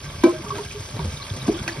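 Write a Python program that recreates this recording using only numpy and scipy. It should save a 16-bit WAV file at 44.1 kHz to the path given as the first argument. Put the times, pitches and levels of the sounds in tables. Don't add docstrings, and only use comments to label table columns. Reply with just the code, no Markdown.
import sys
import numpy as np
from scipy import signal
from scipy.fft import rfft, irfft, next_fast_len
from scipy.io import wavfile
from scipy.ndimage import uniform_filter1d

SR = 44100
rng = np.random.default_rng(int(sys.argv[2]) if len(sys.argv) > 2 else 0)


def transcribe(u):
    v = np.clip(np.atleast_2d(u).T, -1, 1)
    q = np.round(v * 32767).astype(np.int16)
    wavfile.write(sys.argv[1], SR, q)


def attenuation_scalar(level_db):
    decades = np.asarray(level_db, float) / 20
    return 10 ** decades


N = 79380


def rms_one(x):
    return x / np.sqrt(np.mean(x ** 2) + 1e-20)


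def drift(rate_hz):
    r = np.exp(-80 * np.pi * rate_hz / SR)
    noise = rng.standard_normal(N // 40 + 2002)
    slow = signal.lfilter([1], [1, -2 * r, r * r], noise)[2000:]
    return np.interp(np.arange(N) / 40, np.arange(len(slow)), rms_one(slow - slow.mean()))


def ring(clicks, hz, t60):
    r = attenuation_scalar(-60 / (t60 * SR))
    w = 2 * np.pi * hz / SR
    return signal.lfilter([0, np.sin(w)], [1, -2 * r * np.cos(w), r * r], clicks + 1e-18)


PATCHY_DB = 4


def resonant(table):
    out = np.zeros(N)
    for hz, width_hz, level_db in table:
        tone = rms_one(ring(rng.standard_normal(N), hz, 3.83 / width_hz))
        out += attenuation_scalar(level_db + PATCHY_DB * drift(16.3)) * tone
    return rms_one(out)


def place(out, start_s, sound):
    out[int(start_s * SR):][:len(sound)] += sound


# start_s [s], level_db [dB]
SPLASH = [
    (0.0, -44),
    (1.464, -41.5),
    (1.8, -43),
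]


def splash_db():
    return np.interp(np.arange(N) / SR, *np.transpose(SPLASH))


# pitch_hz [Hz], level_db [dB per Hz]
SPRAY = [(200, 4.5), (600, -1.5), (1800, -9), (3500, -9.5), (6000, -8), (9000, -11), (12500, -23.5),
         (16000, -15)]
SPRAY_DB, SPRAY_FOLLOWS = 3.5, 0.31


def spray(swing_db):
    out, together = np.zeros(N), drift(50)
    edges = 170 * 2 ** (np.arange(21) / 3)
    white = rng.standard_normal((2, N))
    hz_at, db_at = np.transpose(SPRAY)
    for k, (low, high) in enumerate(zip(edges, edges[1:])):
        sos = signal.butter(2, [low, high], "band", fs=SR, output="sos")
        band = signal.sosfilt(sos, white[k % 2])
        treble = low > 7000
        db = np.interp(np.log(low * high) / 2, np.log(hz_at), db_at)
        flicker_db = PATCHY_DB * (0.7 * together + 0.5 * drift(29)) / (1 + treble)
        out += band * attenuation_scalar(db + flicker_db - (1 - SPRAY_FOLLOWS) * swing_db * treble)
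    return attenuation_scalar(SPRAY_DB) * rms_one(out)


# pitch_hz [Hz], width_hz [Hz], level_db [dB]
BASIN = [(209, 15, -12.5), (423, 30, -9), (594.7, 17, -4.5), (940, 88, -4), (1126, 130, 1.5),
         (1588, 97, -2.5), (2277, 52, -3.5), (3357, 110, -4), (4040, 92, -34), (4746, 46, -7.5),
         (5670, 1070, -0.5)]


def basin_tone():
    return attenuation_scalar(-0.5) * resonant(BASIN)


# start_s [s], gain_db [dB]
STIR = [
    (0, 1),
    (.3, 1.5),
    (0.582, 5.5),
    (.66, -6.5),
    (.92, -1),
    (1.03, 5.5),
    (1.149, -4),
    (1.55, 3.5),
    (1.8, 4),
]


def stirred(bright):
    murmur = signal.filtfilt(*signal.butter(1, 1300, fs=SR), bright)
    gain_db = np.interp(np.arange(N) / SR, *np.transpose(STIR))
    return bright + murmur * (attenuation_scalar(gain_db) - 1)


# pitch_hz [Hz], width_hz [Hz], level_db [dB]
DRUM = [(54.5, 46, -8.5), (81, 73, 1), (105, 19, -2), (143, 11, 1)]
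DRUM_DB, DRUM_LUMPY_DB = -37.5, 1.5


def floor_drum():
    return attenuation_scalar(DRUM_DB + DRUM_LUMPY_DB * drift(31)) * resonant(DRUM)


def water():
    db = splash_db()
    bright = spray(db - db.mean()) + basin_tone()
    return attenuation_scalar(db) * stirred(bright) + floor_drum()


FIZZ_PER_S, FIZZ_DB, FIZZ_CYCLES, FIZZ_SPREAD_DB = 340, -5, 16, 3.2
FIZZ_LOW_HZ, FIZZ_HIGH_HZ = 2200, 5800


def fizz():
    sizes = attenuation_scalar(FIZZ_SPREAD_DB * np.minimum(rng.exponential(1, N), 4)) * rng.choice([-1, 1], N)
    born = rng.random(N) < FIZZ_PER_S * attenuation_scalar(3 * drift(25)) / SR
    dealt = rng.integers(0, 18, N)
    out = np.zeros(N)
    for k, hz in enumerate(np.geomspace(FIZZ_LOW_HZ, FIZZ_HIGH_HZ, 18)):
        out += ring(sizes * born * (dealt == k), hz, FIZZ_CYCLES / hz)
    return attenuation_scalar(FIZZ_DB) * rms_one(out)


def droplets():
    level = attenuation_scalar(splash_db())
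    return sum(ports(level * fizz(), 0.012, 1) for spot in range(2))


# pitch_hz [Hz], level_db [dB], t60_s [s]
STEEL = [(244, -21, 0.13), (257, -7, 0.13), (303, -10.5, 0.23), (353.5, -7, 0.22), (415, -21, 0.11),
         (506, -12, 0.14), (616, -19.5, 0.2), (808, -9.5, 0.14), (1015, -11.5, 0.17), (1074, -3, 0.063),
         (1295, -23, 0.37), (1540, -11, 0.12), (1900, -18, 0.034), (2316, -8.5, 0.14)]
# start_s [s], level_db [dB], contact_cut_hz [Hz],
# free_share [share of the free ring time], crack_db [dB]
THUDS = [(0.2359, -24.5, 4970, 0.19, -34), (.2370, -11.5, 2960, 1, -17), (.2400, -6.5, 970, 0.69, -19),
         (.2615, -15, 885, 0.9, -31), (1.4800, -18.5, 1500, 0.21, -31), (1.4831, -17.5, 396, 0.18, -30),
         (1.492, -27, 513, 0.18, -45), (1.514, -18, 498, 0.5, -46), (1.6784, -35, 3030, 0.25, -17.5),
         (.554, -38, 1500, .2, -33.5), (.583, -36, 2000, .2, -25), (1.044, -35, 500, 0.36, -32)]
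STRIKE_SPREAD_DB = 1.2
CRACK_CUT_HZ, CRACK_T60_S = 5360, 0.019
RATTLE_DB, RATTLE_T60_S = -10, 0.28
THUD_LOW_HZ = 205


def thuds():
    out, t = np.zeros(N + SR), np.arange(SR // 2) / SR
    crack_fade = attenuation_scalar(-60 * t / CRACK_T60_S) + attenuation_scalar(RATTLE_DB - 60 * t / RATTLE_T60_S)
    for start_s, level_db, cut_hz, free, crack_db in THUDS:
        push = t * np.exp(-2 * np.pi * cut_hz * t)
        push = push / push.sum()
        body = np.zeros(len(t))
        for hz, mode_db, t60 in STEEL:
            strike_db = mode_db + STRIKE_SPREAD_DB * rng.normal()
            body += attenuation_scalar(strike_db) * ring(push, hz, t60 * free)
        noise = rng.standard_normal(len(t))
        crack = signal.lfilter(*signal.butter(2, CRACK_CUT_HZ, fs=SR), noise) * crack_fade
        place(out, start_s, attenuation_scalar(level_db) * body + attenuation_scalar(crack_db) * crack)
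    return signal.sosfilt(signal.butter(4, THUD_LOW_HZ, "high", fs=SR, output="sos"), out[:N])


# start_s [s], level_db [dB], pitch_hz [Hz], held_s [s], t60_s [s]
HELD = [(.2395, -5, 342.4, 0.023, .04), (.258, -19, 506, 0.017, 0.029), (.264, -21, 635, 0.017, 0.044),
        (.279, -16, 349, 0.025, .12), (.335, -27.5, 352, 0.023, .06), (.330, -35, 626, .03, 0.16),
        (0.289, -26, 1038, 0.011, 0.043), (0.242, -16, 268, 0.024, 0.086), (.322, -29.5, 492, 0.011, 0.033),
        (.392, -30.5, 339, .016, 0.051), (.463, -31.5, 1164, 0.0069, .02),
        (.5045, -20, 1124, 0.0076, 0.013), (.516, -26.5, 1130, 0.009, .02), (.556, -39, 914, 0.012, 0.024),
        (.583, -28, 940, 0.0087, .03), (.588, -26.5, 411, .026, 0.044), (.746, -31.5, 415, 0.026, 0.093),
        (.436, -38, 936, 0.016, .03), (0.555, -34, 1300, 0.0096, .02), (.606, -35, 1110, 0.0037, 0.017),
        (1.4811, -13.5, 224, 0.0064, 0.045), (1.4869, -11, 336.5, 0.013, 0.023),
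        (1.482, -21, 417, 0.027, 0.027), (1.487, -25.5, 680, 0.0087, 0.024), (1.513, -23, 400, 0.0078, .03),
        (1.532, -24.5, 332, .015, .04), (1.548, -31.5, 351, .022, .04), (1.603, -33, 220, 0.021, 0.043),
        (1.68, -25.5, 1570, .004, 0.013), (1.686, -27, 1950, .003, .008),
        (1.690, -22.5, 1800, 0.0028, .008), (1.6945, -25, 1730, .002, 0.017)]
HELD_RISE_CYCLES = 0.62


def held():
    out, t = np.zeros(N + SR), np.arange(SR // 4) / SR
    for start_s, level_db, hz, held_s, t60 in HELD:
        rise = 1 - np.exp(-t * hz / HELD_RISE_CYCLES)
        fade = attenuation_scalar(-60 * np.maximum(t - held_s, 0) / t60)
        place(out, start_s, attenuation_scalar(level_db) * rise * fade * np.sin(2 * np.pi * hz * t))
    return out[:N]


def swells(rows):
    out, t = np.zeros(N + SR), np.arange(SR // 2) / SR
    for start_s, level_db, hz, rise_s, t60 in rows:
        shape = (1 - np.exp(-t / max(rise_s, 1e-4))) * attenuation_scalar(-60 * t / t60)
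        place(out, start_s, attenuation_scalar(level_db) * shape / shape.max() * np.sin(2 * np.pi * hz * t))
    return out[:N]


# start_s [s], level_db [dB], pitch_hz [Hz], rise_s [s], t60_s [s]
RINGS = [(.443, -34, 413.7, 0.0044, 0.43), (.515, -34.5, 404, 0.026, 0.52), (1, -36, 1500, .004, 0.065),
         (1.2, -39, 1120, 0.0033, 0.14), (.993, -23, 940, 0.0012, 0.044),
         (.994, -34.5, 1116, 0.0014, 0.079), (.996, -29, 390, 0.0036, 0.11),
         (1.044, -36, 506, 0.00098, 0.34), (1.664, -34, 334, 0.027, 0.2), (1.371, -39.5, 510, 0.0016, 0.19),
         (1.577, -31, 1430, 0.0015, 0.04), (1.6, -38, 1460, .002, .03), (1.385, -39.5, 1200, .002, 0.026)]


def rings():
    return swells(RINGS)


# start_s [s], level_db [dB], pitch_hz [Hz], rise_s [s], t60_s [s]
BUMPS = [(.040, -35.5, 139, 0.011, 0.26), (.485, -31.5, 91, 0.0049, 0.099), (.725, -41, 128, 0.005, 0.17),
         (.938, -24.5, 111, 0.0018, 0.24), (.990, -21.5, 153.3, 0.0023, 0.17),
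         (1.000, -29.5, 67, 0.017, 0.48), (1.042, -20.5, 86.5, 0.008, 0.24),
         (1.046, -32, 197, 0.0031, 0.22), (1.138, -33.5, 128, 0.0035, 0.071),
         (1.205, -39, 105, 0.0065, 0.13), (1.310, -22.5, 98, 0.0014, 0.2),
         (1.370, -30.5, 131.5, 0.0058, 0.9), (1.490, -27, 56.6, 0.0067, 0.076),
         (1.600, -29, 76, .01, 0.047), (1.075, -31, 205, .004, 0.11)]


def bumps():
    return swells(BUMPS)


# start_s [s], peak_db [dB], pitch_hz [Hz]
TICKS = [(.0907, -26, 3700), (0.344, -30, 3200), (.3636, -28, 3360), (.5576, -31.5, 3300),
         (.565, -24, 3180), (.5831, -32, 1980), (.585, -32, 3020), (0.638, -24, 3330), (0.687, -26, 3170),
         (0.7116, -23, 2510), (0.7298, -23, 3170), (1.0284, -23, 3270), (1.144, -31, 2630),
         (1.171, -21, 3740), (1.2193, -20, 4120), (1.223, -18, 4100), (1.24, -20, 4470), (1.250, -22, 3230),
         (1.3008, -21.5, 3450), (1.3708, -29, 3470), (1.41, -31, 3330), (1.4182, -18, 3820),
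         (1.4681, -24.5, 3500), (1.5145, -29, 3330), (1.5469, -21, 3360), (1.5668, -20.5, 3200),
         (1.5888, -18, 3460), (1.6776, -9, 2546), (1.6825, -28, 2560), (1.7269, -17.5, 4600)]
TICK_DB, TICK_CRACK_DB, TICK_CYCLES, TICK_RISE_S = -1.9, -11, 40, 0.00053


def ticks():
    out, t = np.zeros(N + SR), np.arange(SR // 20) / SR
    for start_s, peak_db, hz in TICKS:
        fade = attenuation_scalar(-60 * t * hz / TICK_CYCLES)
        tone = np.sin(2 * np.pi * hz * t) * fade * (1 - np.exp(-t / TICK_RISE_S))
        noise = np.diff(rng.standard_normal(len(t) + 1))
        crack = signal.lfilter([.1], [1, -1.3, .45], noise) * attenuation_scalar(TICK_CRACK_DB - t * 13000)
        place(out, start_s, attenuation_scalar(peak_db + TICK_DB) * (tone + crack))
    return out[:N]


# pitch_hz [Hz], right_lead_rad [rad]
LEAD = [(40, .02), (180, .08), (350, .25), (1000, .55), (1850, 0), (2500, -.7), (4700, -.7), (7350, -3.14),
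        (10700, -6.28), (15700, -12.2)]
# pitch_hz [Hz], scattered_share [share of power]
SCATTER = [(150, .0004), (330, .005), (800, .55), (1850, .15), (3300, .75), (5500, .3), (6800, .035),
           (15000, .06)]
RIGHT_DB = .8


def ports(x, t60, spread):
    size = next_fast_len(N + SR)
    hz = np.arange(size // 2 + 1) * SR / size
    lead = np.interp(hz, *np.transpose(LEAD))
    share = np.clip(spread * np.interp(hz, *np.transpose(SCATTER)), 0, 1)
    t = np.arange(SR // 2) / SR
    tails = rfft(rng.standard_normal((2, len(t))) * attenuation_scalar(-60 * t / t60), size)
    tails = tails / np.sqrt(uniform_filter1d(np.abs(tails) ** 2, size=60, axis=1))
    side = np.array([[-1], [1]])
    path = np.sqrt(1 - share) * np.exp(.5j * side * lead) + np.sqrt(share) * tails
    tilt = attenuation_scalar(RIGHT_DB * side * np.exp(-2 * np.log(hz / 2600 + 1e-9) ** 2))
    return irfft(rfft(x, size) * path * tilt, size)[:, :N]


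def scene():
    rubbed = (rings() + bumps()) * attenuation_scalar(2 * drift(19))
    knocks = thuds() + held() + rubbed + ticks()
    return ports(water(), .5, 0.84) + droplets() + ports(knocks, .06, .5)


# pitch_hz [Hz], limit_db [dB]
JOINT = [(1000, -40), (1800, -15), (5500, -17), (6500, -8), (7400, -6), (8500, -7), (10700, -5),
         (12200, -2.5), (14400, 3), (15000, 3.5), (15600, 6)]
ONSET_DB = 9.5


def joint_stereo(x):
    hz, _, z = signal.stft([x[0] + x[1], x[0] - x[1]], SR, nperseg=2048, boundary="even")
    power = np.abs(z[:, :1024]) ** 2
    power = np.repeat(power.reshape(2, 64, 16, -1).mean(axis=2), 16, axis=1)
    treble = power[:, 300:].sum(axis=(0, 1))
    calm = treble < np.median(treble) * attenuation_scalar(ONSET_DB)
    limit = attenuation_scalar(2 * np.interp(hz[:-1], *np.transpose(JOINT)))[:, None] * calm
    z[:, :-1] *= power > limit * power[::-1]
    mid, side = signal.istft(z, SR, nperseg=2048)[1][:, :N] / 2
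    return np.array([mid + side, mid - side])


def low_pass(x):
    return signal.sosfilt(signal.butter(12, 17090, fs=SR, output="sos"), x)


MIC_LOW_HZ, TOP_HZ, LIMIT = 43.6, 16350, 1.2


def record(dry):
    x = signal.sosfilt(signal.butter(3, MIC_LOW_HZ, "high", fs=SR, output="sos"), dry)
    x = LIMIT * np.tanh(x / LIMIT)
    x = signal.sosfilt(signal.cheby2(12, 70, TOP_HZ, fs=SR, output="sos"), x)
    return low_pass(joint_stereo(x))


dry = scene()
out = record(dry)
transcribe(out)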